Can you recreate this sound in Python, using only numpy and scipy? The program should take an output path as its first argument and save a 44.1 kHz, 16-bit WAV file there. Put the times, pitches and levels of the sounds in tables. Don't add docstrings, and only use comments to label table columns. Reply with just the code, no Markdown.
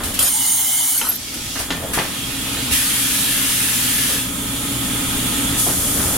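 import sys
import numpy as np
from scipy import signal
from scipy.fft import rfft, irfft
from scipy.io import wavfile
from scipy.ndimage import uniform_filter1d

SR = 44100
rng = np.random.default_rng(int(sys.argv[2]) if len(sys.argv) > 2 else 0)


def unload_wav(signal):
    wavfile.write(
        sys.argv[1],
        SR,
        np.round(np.clip(np.atleast_2d(signal).T, -1, 1) * 32767).astype(np.int16),
    )


N = 272076
TIME = np.arange(N) / SR

# f/Hz, level/dB
PANEL_RUMBLE = [(11, -43), (18, 1.5), (49, 0), (92, 6), (107, -7), (120, -20), (160, -14), (260, -120)]
# f/Hz, correlation
DIFFUSE = [(60, 1), (290, 0.84), (640, 0.73), (1400, 0.38), (3100, 0.33), (6800, 0.1), (15000, 0.0093)]
DIRECT = [(60, 1), (640, 0.94), (1400, 0.87), (3100, 0.61), (7000, 0.64), (11000, -0.056), (15000, -0.44)]


def amp(db):
    return 10 ** (np.asarray(db) / 20)


def unit(x):
    return x / np.sqrt(np.mean(x.mean(0) ** 2) + 1e-20)


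def pan(left_db):
    return amp([[left_db / 2], [-left_db / 2]])


def at_hz(points, hz):
    f, value = np.transpose(points)
    return np.interp(np.log(hz + 1), np.log(f + 1), value)


def peaks_db(peaks, hz):
    return sum(db / (1 + (2 * (hz - f) / width_hz) ** 2) for f, width_hz, db in peaks)


def add(mix, start_s, sound):
    part = mix[:, max(round(start_s * SR), 0):][:, :sound.shape[1]]
    part += sound[:, :part.shape[1]]


def held(start_s, end_s, rise_s, fall_s):
    return np.clip((TIME - start_s) / rise_s, 0, 1) * np.clip(1 - (TIME - end_s) / fall_s, 0, 1)


def envelopes(rows, rise_s, fall_s):
    return sum(amp(db)[:, None] * held(start, end, rise_s, fall_s) for start, end, *db in rows)


def drift(rate_hz, size=N):
    hz = np.fft.rfftfreq(N, 1 / SR)
    x = irfft(rfft(rng.standard_normal(N)) / (1 + (hz / rate_hz) ** 2), N)
    return (x / x.std())[:size]


def white_pair(likeness, size):
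    left, other = rfft(rng.standard_normal((2, size)))
    corr = np.clip(at_hz(likeness, np.fft.rfftfreq(size, 1 / SR)), -1, 1)
    return irfft([left, corr * left + np.sqrt(1 - corr ** 2) * other], size)


def noise(spectrum, likeness=DIFFUSE, *, patchy_db, size=1024, peaks=(), shift_hz=lambda hz, t: 0):
    hop = size // 4
    hz = np.fft.rfftfreq(size, 1 / SR)
    t = np.arange(N // hop + 5)[:, None] * hop / SR
    a, b, c, d, patches = rng.standard_normal((5, len(t), len(hz)))
    patches = uniform_filter1d(patches, size=9, axis=0)
    patches = uniform_filter1d(patches, size=7, axis=1)
    corr = np.clip(at_hz(likeness, hz), -1, 1)
    left = a + 1j * b
    right = corr * left + np.sqrt(1 - corr ** 2) * (c + 1j * d)
    colour_db = at_hz(spectrum, hz) + peaks_db(peaks, hz - shift_hz(hz, t))
    frames = np.array([left, right]) * amp(colour_db + patchy_db * patches / patches.std())
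    _, x = signal.istft(frames, nperseg=size, noverlap=size - hop, time_axis=1, freq_axis=2)
    return unit(x[:, :N])


def enclosure(x, wet_db, t60_s):
    t = np.arange(SR // 2) / SR
    tail = white_pair(DIFFUSE, len(t)) * amp(-60 * t / t60_s) * (t > 0.002)
    wet = signal.fftconvolve(x, tail / np.linalg.norm(tail[0]), axes=1)[:, :N]
    return (x + amp(wet_db) * wet) / np.sqrt(1 + amp(wet_db) ** 2)


def pump():
    # f/Hz, level/dB, rms wander/Hz
    partials = [(57.9, -12, 3.66), (120.3, -8.5, 1.07), (243.4, -8.5, 10.07), (268.8, -9.5, 7.2),
                (282.3, -7.5, 4), (424.6, -22, 4), (528, -21, 12.7), (677, -22, 10.54), (846, -20.5, 2.47),
                (1246, -19.5, 2.93), (2300, -23.5, 5.75), (3520, -18.5, 14.5), (3810, -25, 12.3)]
    # f/Hz, level/dB
    drone_spectrum = [(53, -39), (90, -16), (123, 0), (151, -9), (182, 0.5), (211, -5), (274, 1.5),
                      (291, -6), (313, -5.5), (380, -16.5), (490, -51), (840, -120)]
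    # start/s, end/s, lift/dB
    swells = [(4.4, 6.3, 0), (5.208, 5.503, 1)]
    hum_db = -31 + sum(db * held(start, end, rise_s=0.17, fall_s=0.17) for start, end, db in swells)
    tones = np.zeros(N)
    for hz, db, wander_hz in partials:
        gain = amp(db + 0.5 * drift(10))
        phase = 2 * np.pi * np.cumsum(hz + wander_hz * drift(12.1)) / SR
        tones += gain * np.sqrt(2) * np.sin(phase)
    drone = noise(drone_spectrum, patchy_db=0.5, size=4096)
    rumble = noise(PANEL_RUMBLE, patchy_db=2, size=4096)
    return amp(hum_db) * (tones + amp(-2.5) * drone) + amp(-41.5) * rumble


def fans_leak_and_oil():
    # f/Hz, level/dB
    fan_spectrum = [(220, -17), (350, -2.5), (480, -4), (740, -12.5), (900, -6), (1280, -4.5), (1700, -6),
                    (2700, -4.5), (3200, 0.5), (3600, -3), (4100, -10), (6500, -13)]
    leak_spectrum = [(2500, -8), (4200, -8), (5000, -9.5), (6200, -8.5), (6800, -6), (8100, -4.5),
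                     (9200, -0.5), (11100, 1.5), (12000, -3.5), (13600, -7), (15800, -11)]
    sizzle_spectrum = [(2500, -18), (4300, -3), (5500, -1.5), (6600, -4), (9000, -6), (13000, -9.5),
                       (16000, -17)]
    oil_spectrum = [(1000, -15), (1750, -9.5), (2300, -1.5), (3000, 0), (3700, -1.5), (4600, -7.5),
                    (8000, -28)]
    # f/Hz, width/Hz, lift/dB
    cabinet_peaks = [(1294, 61, 5), (3397, 190, 6), (6880, 490, 5.5), (7480, 220, 1), (8510, 300, 5.5)]
    # start/s, end/s, rush/dB, sizzle/dB
    oil_flows = [(.13, .24, -29, -30), (1.1, 1.6, -28, -24), (1.94, 2.7, -31.5, -34.5),
                 (2.7, 4.15, -33, -43), (4.45, 5.57, -40, -45)]
    oil_gain, sizzle_gain = envelopes(oil_flows, rise_s=0.028, fall_s=0.086)
    fans = noise(fan_spectrum, patchy_db=1, peaks=cabinet_peaks)
    leak = noise(leak_spectrum, patchy_db=1.1, peaks=cabinet_peaks) * pan(left_db=-2)
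    sizzle = noise(sizzle_spectrum, patchy_db=2)
    oil = noise(oil_spectrum, patchy_db=3, size=2048)
    steady = amp(-33 + 0.57 * drift(25)) * fans + amp(-29.5) * leak
    return enclosure(steady + sizzle_gain * sizzle + oil_gain * oil, wet_db=-5, t60_s=0.2)


def guideways():
    # f/Hz, level/dB
    grind_spectrum = [(120, -5), (220, 3), (500, -1), (1000, -5), (1700, -5.5), (3000, -15.5)]
    # start/s, end/s, grind/dB, rumble/dB
    moves = [(-.05, .11, -28.5, -27), (.15, .25, -29, -32), (.97, 1.1, -25.5, -36), (1.15, 1.37, -34, -36),
             (1.38, 1.55, -40, -31), (1.56, 1.61, -25.5, -26.5), (1.66, 2.05, -29.5, -34),
             (2.42, 2.58, -37.5, -47), (4.07, 4.13, -34, -48), (4.85, 5.55, -50, -44),
             (5.65, 5.69, -27, -36), (5.75, 5.92, -35.5, -35), (5.94, 6.2, -30.5, -35)]
    grind_gain, rumble_gain = envelopes(moves, rise_s=0.04, fall_s=0.07)
    grind = amp(0.22 * drift(35)) * noise(grind_spectrum, patchy_db=0.5)
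    rumble = noise(PANEL_RUMBLE, patchy_db=0.5, size=4096)
    return grind_gain * grind + rumble_gain * rumble


def impacts(hits, modes):
    out = np.zeros((2, N))
    t = np.arange(SR // 2) / SR
    crack = 0.63 * (1 - t / 0.0031) * np.exp(-t / 0.0054)
    for start_s, db, low_hz, high_hz, t60_s, ring_share in hits:
        band = signal.butter(2, [low_hz, high_hz], "band", fs=SR, output="sos")
        clatter = unit(signal.sosfilt(band, white_pair(DIRECT, len(t))))
        clatter *= amp(-60 * t / t60_s + 1.3 * drift(150, len(t)))
        ring = np.zeros((2, len(t)))
        for hz, mode_db, mode_t60_s in modes:
            cycles = hz * t + rng.random() + 0.053 * rng.standard_normal((2, 1))
            ring += amp(mode_db - 60 * t / mode_t60_s) * np.sin(2 * np.pi * cycles)
        body = signal.sosfilt(band, 0.42 * np.sqrt(ring_share) * ring - crack)
        add(out, start_s, amp(db) * (np.sqrt(1 - ring_share) * clatter + body))
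    return out


def knocks():
    # t/s, level/dB, low cut/Hz, high cut/Hz, clatter t60/s, ring share
    changer_hits = [(.004, -17, 199, 1580, 0.21, .3), (1.355, -16.5, 213, 400, 0.18, 0.78),
                    (1.555, -21, 580, 2450, 0.3, 0.28), (1.598, -19.5, 374, 2530, 0.12, 0.23),
                    (1.705, -10.5, 129, 4100, 0.23, 0.66), (1.826, -21, 450, 750, 0.24, 0.078),
                    (1.936, -19, 1260, 2000, 0.47, 0.62), (1.973, -10, 110, 900, 0.11, 0.087),
                    (1.987, -11.5, 298, 2750, 0.17, 0.11), (2.57, -27, 314, 2320, 0.11, 0.44),
                    (2.708, -18, 35, 91.5, 0.18, 0.054), (4.1, -29.5, 378, 564, 0.28, .1),
                    (5.666, -18, 200, 900, 0.13, 0.57), (5.992, -28, 89, 259, 0.22, .2),
                    (5.998, -31, 700, 2000, 0.13, .4)]
    drawbar_hits = [(.191, -13, 1510, 10100, 0.032, 0.59), (1.014, -5, 500, 3800, 0.094, 0.61)]
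    # f/Hz, level/dB, t60/s
    changer_modes = [(167, -0.5, 0.52), (267.4, 1.5, 0.2), (565, -6, 0.13), (897, -18, 0.6),
                     (955, -20, 0.3), (1270, -15, 0.36), (1436, 1, 0.085), (1795, -5.5, 0.4),
                     (2320, -18, 0.21), (2770, 7, 0.049), (3180, -5, 0.21), (3400, 6, 0.1),
                     (3820, 5, 0.068), (6660, 8, 0.068)]
    spindle_modes = [(262, -5, 0.27), (920, 5.5, 0.071), (1364, -2, 0.12), (2660, 7, 0.045),
                     (3080, 13.5, 0.024), (3680, -10, .05), (6950, -9, .04)]
    strikes = impacts(drawbar_hits, spindle_modes) + impacts(changer_hits, changer_modes)
    return enclosure(strikes, wet_db=-6, t60_s=0.44)


def air_blast(open_s, close_s, rise_s, fall_s):
    onset_db, onset_s = 4.5, 0.13
    age_s = np.maximum(TIME - open_s, 0)
    return held(open_s, close_s, rise_s, fall_s) * amp(onset_db * np.exp(-age_s / onset_s))


def exhausts():
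    # t/s, level/dB, t60/s
    puffs = [(0.034, -18.5, 0.62), (.14, -21.5, 0.13), (1.34, -16.5, 0.093), (1.59, -19.5, 0.4),
             (1.933, -16.5, 0.4)]
    # f/Hz, level/dB
    muffler_spectrum = [(500, -37), (900, -14), (1350, -9), (1750, -5), (2200, -5.5), (3300, -2),
                        (4300, -5), (7700, -4), (10500, 1.5), (13700, -5.5), (15800, -11)]
    door_spectrum = [(2350, -31), (4000, -13), (6110, -8.5), (6820, -5), (7700, -8), (8700, -3),
                     (10800, -1), (15100, -12), (16000, -34)]
    # f/Hz, width/Hz, lift/dB
    muffler_peaks = [(1420, 110, 2.9), (1716, 67, 7.9), (2790, 140, 2.2), (3200, 140, 1.8), (3650, 160, 1)]
    puff_gain = np.zeros(N)
    for start_s, db, t60_s in puffs:
        age_s = np.maximum(TIME - start_s, 0)
        puff_gain += amp(db - 60 * age_s / t60_s) * (1 - np.exp(-age_s / 0.0012))
    magazine_gain = amp(-20) * air_blast(open_s=2.705, close_s=4.105, rise_s=0.03, fall_s=0.22)
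    door_gain = amp(-26.5) * air_blast(open_s=5.565, close_s=6.3, rise_s=0.035, fall_s=0.17)
    muffler_hiss = noise(muffler_spectrum, patchy_db=2, size=2048, peaks=muffler_peaks)
    door_hiss = noise(door_spectrum, patchy_db=0)
    return ((puff_gain + magazine_gain) * muffler_hiss + door_gain * door_hiss) * pan(left_db=0.5)


def clearance(t):
    # t/s, clearance
    tool_path = [(.2, 0.061), (.275, 0.098), (.35, .95), (.65, 1), (.87, 0.61), (.945, 0.38), (.985, 0.17),
                 (1.02, 0.03)]
    return np.interp(t, *np.transpose(tool_path))


def taper_purge():
    # f/Hz, level/dB
    gap_spectrum = [(350, -41), (600, -16.5), (1410, -10), (2070, -15), (2680, -10), (3120, -5),
                    (3890, -12.5), (5400, -5.5), (8160, -5), (9620, -2.5), (11800, 0.5), (15400, -11),
                    (16000, -20)]
    bore_spectrum = [(290, -95), (500, -29.5), (893, -12), (1180, -16.5), (2130, -19.5), (2690, -19),
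                     (3020, -6), (3390, -12), (7420, -5.5), (8090, -13), (8830, -0.5), (14700, -5.5),
                     (16000, -4.5)]
    # f/Hz, width/Hz, lift/dB
    bore_peaks = [(850, 130, 5.5), (2110, 170, 13.5), (2570, 350, -13), (2950, 370, 6), (4230, 170, -4),
                  (4470, 200, 1), (5200, 830, -7), (6550, 450, 4.5), (7660, 180, 8.5), (7820, 280, -11),
                  (8700, 480, 5.5), (9640, 220, 6.5), (9700, 440, -10.5), (11520, 1070, 11),
                  (11720, 430, -27), (12500, 400, -5), (13450, 400, -6), (14300, 250, 2), (14500, 550, 3)]
    # f/Hz, shift/Hz
    detuning = [(900, -170), (2130, 150), (3000, 130), (5000, 0)]
    open_s, close_s, build_s = 0.189, 1.093, 0.23
    gap_db, widening_db, bore_db = -14, 10.5, -5
    gap_width = clearance(TIME) / 0.24
    bore_share = gap_width ** 3 / (1 + gap_width ** 3)
    gap = noise(gap_spectrum, DIRECT, patchy_db=5)
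    bore = noise(bore_spectrum, DIRECT, patchy_db=2.5, peaks=bore_peaks,
                 shift_hz=lambda hz, t: (1 - clearance(t)) * at_hz(detuning, hz))
    build_up = 1 - np.exp(-np.maximum(TIME - open_s, 0) / build_s)
    gap_gain = (1 - bore_share) * amp(gap_db + widening_db * np.minimum(gap_width, 1))
    bore_gain = build_up * bore_share * amp(bore_db) * pan(left_db=-1)
    flow = held(open_s, close_s, rise_s=0.0025, fall_s=0.096) * amp(0.3 * drift(40))
    return enclosure(flow * (gap_gain * gap + bore_gain * bore), wet_db=-12, t60_s=0.15)


def squeals():
    # t/s, length/s, start f/Hz, end f/Hz, level/dB, rms wander/Hz
    edge_tones = [(.225, 0.028, 10100, 9600, -14, 360), (.26, 0.055, 9450, 8960, -15, 160),
                  (0.45, 0.48, 14805, 14812, -26, 12), (.976, 0.011, 11500, 11700, -7, 91),
                  (1.007, .1, 10360, 10450, -20, 110), (1.087, 0.021, 12560, 12450, -3.5, 15),
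                  (1.149, .009, 13600, 12900, -20, 100), (1.157, .009, 12700, 12500, -11.5, 30)]
    out = np.zeros((2, N))
    for start_s, length_s, start_hz, end_hz, db, wander_hz in edge_tones:
        size = int(length_s * SR)
        hz = np.linspace(start_hz, end_hz, size) + wander_hz * drift(300, size)
        tone = np.sqrt(2) * np.sin(2 * np.pi * np.cumsum(hz) / SR)
        add(out, start_s, amp(db) * tone * signal.windows.tukey(size, 0.2) * pan(left_db=-2))
    return enclosure(out, wet_db=-12, t60_s=0.25)


def gain_control(x, hop=128):
    target_db, ratio, full_gain_db = -17.5, 8.5, 11.5
    duck_s, recover_s, max_duck_db_per_s = 0.054, 1.99, 94
    power = uniform_filter1d((x ** 2).mean(0), size=4 * hop)[::hop]
    level_db = 10 * np.log10(abs(power) + 1e-12)
    gain_db, track_db = -6, []
    for allowed_db in (target_db - level_db) * (1 - 1 / ratio):
        duck_db_per_s = min(max(gain_db - allowed_db, 0) / duck_s, max_duck_db_per_s)
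        gain_db += hop / SR * ((full_gain_db - gain_db) / recover_s - duck_db_per_s)
        track_db.append(gain_db)
    return x * amp(np.interp(TIME, TIME[::hop], track_db))


def scene():
    return pump() + fans_leak_and_oil() + taper_purge() + squeals() + exhausts() + guideways() + knocks()


def record(dry):
    # f/Hz, left minus right/dB
    balance = [(60, 0.5), (110, 1), (200, 1.5), (380, 0.5), (700, 0), (1290, 2.5), (2380, -1.5),
               (4400, -2.0), (8120, 0), (15000, 1.5)]
    tilt_db = at_hz(balance, np.fft.rfftfreq(N, 1 / SR)) / 2
    coloured = irfft(rfft(dry) * amp([tilt_db, -tilt_db]), N)
    cutoff_hz = 15900
    lowpass = signal.firwin(511, cutoff_hz, window=("kaiser", 9), fs=SR)
    return signal.oaconvolve(gain_control(coloured), lowpass[None], "same")


dry = scene()
out = record(dry)
unload_wav(out)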